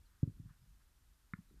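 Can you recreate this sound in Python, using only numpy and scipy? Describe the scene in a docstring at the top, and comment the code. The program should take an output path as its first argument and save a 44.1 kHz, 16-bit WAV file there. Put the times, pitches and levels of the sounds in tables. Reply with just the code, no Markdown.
"""Light air rumbles under a steady hiss; far birds chirp and shoes scuff faintly now and then.
At 0.23 s a football drops on artificial turf with a low thud and a slight crunch of grass.
At 1.33 s a player knocks it up: a lighter thump, with a sharp slap from the ball's skin.
Boards and a rock face around the pitch throw each blow back as dull echoes.
From 1.51 s the kicking foot pads back down."""
import sys
import numpy as np
from scipy import signal
from scipy.fft import rfft, irfft
from scipy.io import wavfile

SR = 44100
rng = np.random.default_rng(int(sys.argv[2]) if len(sys.argv) > 2 else 0)


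def persist_wave(psi):
    """Save psi, clipped to +-1, as 16-bit WAV."""
    counts = np.round(np.clip(psi, -1, 1) * 32767).astype(np.int16)
    wavfile.write(sys.argv[1], SR, np.atleast_2d(counts).T)


N = 70560
TIME = np.arange(N) / SR


def from_db(db):
    """Decibels to gain."""
    return 10 ** (np.asarray(db) / 20)


def cut(x, hz, kind, order=2):
    """Butterworth filter."""
    sos = signal.butter(order, np.clip(hz, 10, .45 * SR), kind, fs=SR, output="sos")
    return signal.sosfilt(sos, x + 1e-18)


def swell(centre_s, sigma_s):
    """Gaussian envelope, peak 1."""
    return np.exp(-.5 * ((TIME - centre_s) / sigma_s) ** 2)


def noise(spectrum):
    """Coloured noise, rms 1."""
    hz, db = np.transpose(spectrum)
    bins_hz = np.maximum(np.arange(N // 2 + 1) * SR / N, 1)
    gain = from_db(np.interp(np.log(bins_hz), np.log(hz), db))
    x = irfft(rfft(rng.standard_normal(N)) * gain, N)
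    return x / x.std()


def strike(start_s, modes):
    """Damped sines set off by one blow."""
    age = np.maximum(TIME - start_s, 0)
    return sum(from_db(db - 60 * age / t60) * np.sin(2 * np.pi * hz * age) for hz, db, t60 in modes)


# Air spectra. Each row: frequency in Hz, relative density in dB.
HISS_SPECTRUM = [(200, 7), (350, 2.5), (550, -2.5), (800, 0), (1200, 2.5), (1600, 2), (2300, -2.5),
                 (4000, -2.5), (8000, -3.5), (14000, -4.5)]
RUMBLE_SPECTRUM = [(15, -11), (28, -2.5), (45, 6), (70, -6.5), (110, -12), (180, -22.5), (300, -32.5),
                   (700, -57)]
# Breeze strength. Each row: time in seconds, rms level in dB.
RUMBLE_LEVELS = [(0, -62), (.17, -69.5), (.32, -60.5), (.66, -72.5), (.75, -62.5), (.88, -69.5),
                 (1.02, -66.5), (1.11, -65.5), (1.18, -72), (1.45, -68), (1.58, -60)]
def air():
    """Even outdoor hiss and the rumble of a light breeze."""
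    hiss = from_db(-76.5) * noise(HISS_SPECTRUM)
    rumble_db = np.interp(TIME, *np.transpose(RUMBLE_LEVELS))
    return hiss + from_db(rumble_db) * noise(RUMBLE_SPECTRUM)


# Chirps. Each row: start and length in seconds, first and last pitch in Hz, level in dB.
BIRD_NOTES = [(.047, 0.037, 5670, 3960, -78), (0.597, 0.068, 5130, 5050, -85.5),
              (1.481, 0.035, 4060, 3870, -84)]
def birds():
    """Thin far notes glide down and level out."""
    out = np.zeros(N)
    for start_s, length_s, from_hz, to_hz, db in BIRD_NOTES:
        progress = np.clip((TIME - start_s) / length_s, 0, 1)
        hz = to_hz + (from_hz - to_hz) * (1 - progress) ** 2.6
        out += from_db(db) * np.sin(np.pi * progress) * np.sin(2 * np.pi * np.cumsum(hz) / SR)
    return out


# Shoe scuffs. Each row: centre in seconds, level in dB, sigma in seconds.
SCUFFS = [(0.146, -84.5, 0.064), (0.498, -77, 0.0047), (0.513, -80.5, 0.043), (0.813, -77.5, 0.008),
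          (1.382, -73, 0.0025), (1.504, -76, .003), (1.58, -83.5, 0.017)]
def shoes():
    """Soles brush the plastic grass in short swells."""
    rustle = cut(rng.standard_normal(N), hz=[1080, 1775], kind="band")
    envelope = sum(from_db(db) * swell(centre_s, sigma_s) for centre_s, db, sigma_s in SCUFFS)
    return rustle / rustle.std() * envelope


# Foot contacts. Each row: start in seconds, level before filtering in dB, frequency in Hz.
FOOT_PADS = [(1.5097, -50.5, 375), (1.5198, -57.5, 262), (1.526, -59, 280), (1.5405, -53, 353),
             (1.558, -59, 250), (1.5721, -46.5, 110)]
def footfall(t60_s=0.01, low_hz=70.5, top_hz=427):
    """Heel, sole and toe of the kicking foot pad back down, dull and dead."""
    pads = sum(strike(start_s, [(hz, db, t60_s)]) for start_s, db, hz in FOOT_PADS)
    return cut(cut(pads, top_hz, "low", order=6), low_hz, "high")


def grass(landing_s):
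    """Blades and infill crunch under the ball."""
    crunch = cut(rng.standard_normal(N), hz=[660, 1370], kind="band")
    return from_db(-76) * crunch / crunch.std() * swell(landing_s + 0.0083, sigma_s=0.01)


def reflect(x, envelope, low_hz, top_hz):
    """Dense weak reflections in one band; the envelope weights their delays."""
    response = cut(rng.standard_normal(N), [low_hz, top_hz], "band", order=4) * envelope
    band_share = (top_hz - low_hz) / (SR / 2)
    response *= np.sqrt(band_share) / np.linalg.norm(response)  # about unity gain in band
    return signal.fftconvolve(x, response)[:N]


def diffuse(x, low_hz, top_hz, t60_s, onset_s):
    """Reflections that build up and die away."""
    build_up = 1 - np.exp(-(TIME / onset_s) ** 2)
    return reflect(x, build_up * from_db(-60 * TIME / t60_s), low_hz, top_hz)


# Scatter from trees and rock. Each row: octave centre in Hz, gain in dB, T60 in seconds.
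SCATTER_BANDS = [(73, -20, 1), (134, -26.5, 0.77), (249, -22.5, 0.4), (434, -16, .3)]
def with_surroundings(x, echoes, wash):
    """Direct sound plus distinct dull echoes, smeared echoes and scatter."""
    distinct = sum(from_db(db) * np.interp(TIME - delay_s, TIME, cut(x, hz, "low", order=4), left=0)
                   for delay_s, db, hz in echoes)
    smeared = sum(from_db(db) * reflect(x, swell(delay_s, sigma_s), low_hz, top_hz)
                  for delay_s, sigma_s, db, low_hz, top_hz in wash)
    scatter = sum(from_db(db) * diffuse(x, hz / np.sqrt(2), hz * np.sqrt(2), t60_s, onset_s=0.015)
                  for hz, db, t60_s in SCATTER_BANDS)
    return x + distinct + smeared + scatter


def thud(start_s, modes, contact_s, low_hz, top_hz):
    """The ball rings when squashed, then more weakly on release; soft contact takes off the top."""
    squash = strike(start_s, modes)
    release = from_db(-15) * strike(start_s + contact_s, modes)
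    return cut(cut(squash + release, top_hz, "low", order=6), low_hz, "high")


# Outer cover modes. Each row: frequency in Hz, level before filtering in dB, T60 in seconds.
COVER_MODES = [(3754, -62.5, 0.015), (4870, -70.5, .010)]
def cover_tick(start_s):
    """The ball's outer cover gives a tiny tick."""
    return cut(strike(start_s, COVER_MODES), hz=2304, kind="high")


# Skin and inner air modes. Each row: frequency in Hz, relative level in dB, T60 in seconds.
SKIN_MODES = [(1070, -25, 0.047), (1346, -6.5, .016), (1430, -2, 0.024), (1757, 4, 0.011), (2040, 3, 0.011)]
def skin_slap(start_s, low_hz=1027, top_hz=2304):
    """The slapped skin and the air inside ring brightly, with a short diffuse tail."""
    ring = from_db(-41.5) * strike(start_s, SKIN_MODES)
    slap = cut(cut(ring, low_hz, "high", order=10), top_hz, "low", order=16)
    tail = from_db(-19) * diffuse(slap, low_hz, top_hz, t60_s=0.16, onset_s=0.0051)
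    return slap + tail


# Ball modes against the player. Each row: frequency in Hz, relative level in dB, T60 in seconds.
KICK_MODES = [(111.4, -3, 0.036), (168.7, -1, 0.033), (402, -9, 0.016)]
# Distinct echo. Each row: delay in seconds, gain in dB, low-pass cutoff in Hz.
KICK_ECHOES = [(0.05, -9.5, 293)]
# Smeared rock echoes. Each row: delay and sigma in seconds, gain in dB, low and top edge in Hz.
KICK_WASH = [(.065, 0.011, -20, 101, 300), (0.203, .03, -19.5, 128, 298)]
def kick(start_s):
    """The foot squashes the ball: a light echoing thump with a slap and a tick on top."""
    thump = from_db(-31.5) * thud(start_s, KICK_MODES, contact_s=0.0045, low_hz=99, top_hz=317)
    echoing = with_surroundings(thump, KICK_ECHOES, KICK_WASH)
    return echoing + skin_slap(start_s + 0.0008) + cover_tick(start_s + 0.0022)


# Ball modes against the turf. Each row: frequency in Hz, relative level in dB, T60 in seconds.
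BOUNCE_MODES = [(98, -0.5, 0.048), (137.7, -4, 0.041), (239, -15, 0.041), (554, -12, 0.015)]
# Distinct echoes. Each row: delay in seconds, gain in dB, low-pass cutoff in Hz.
BOUNCE_ECHOES = [(0.0441, -12.5, 543), (0.0527, -24, 456), (0.063, -22.5, 400), (0.1659, -21.5, 313),
                 (0.225, -25.5, 240), (0.274, -29, 190)]
# Smeared rock echoes. Each row: delay and sigma in seconds, gain in dB, low and top edge in Hz.
BOUNCE_WASH = [(.20, 0.056, -25.5, 110, 300), (.43, 0.05, -31.5, 101, 182)]
def bounce(start_s):
    """Soft turf leaves only the ball's lowest, heavily damped modes."""
    thump = from_db(-16.5) * thud(start_s, BOUNCE_MODES, contact_s=0.00698, low_hz=103.7, top_hz=413)
    return with_surroundings(thump, BOUNCE_ECHOES, BOUNCE_WASH)


def scene():
    """Mono mix, heard beside the goal."""
    landing_s, kick_s = 0.2294, 1.3341
    ball = bounce(landing_s) + grass(landing_s) + kick(kick_s)
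    return (ball + footfall() + shoes() + birds() + air())[None]


def record(dry):
    """Steep elliptic low-pass."""
    cutoff_hz = 14300
    return signal.sosfilt(signal.ellip(12, .1, 70, cutoff_hz, fs=SR, output="sos"), dry)


dry = scene()
out = record(dry)
persist_wave(out)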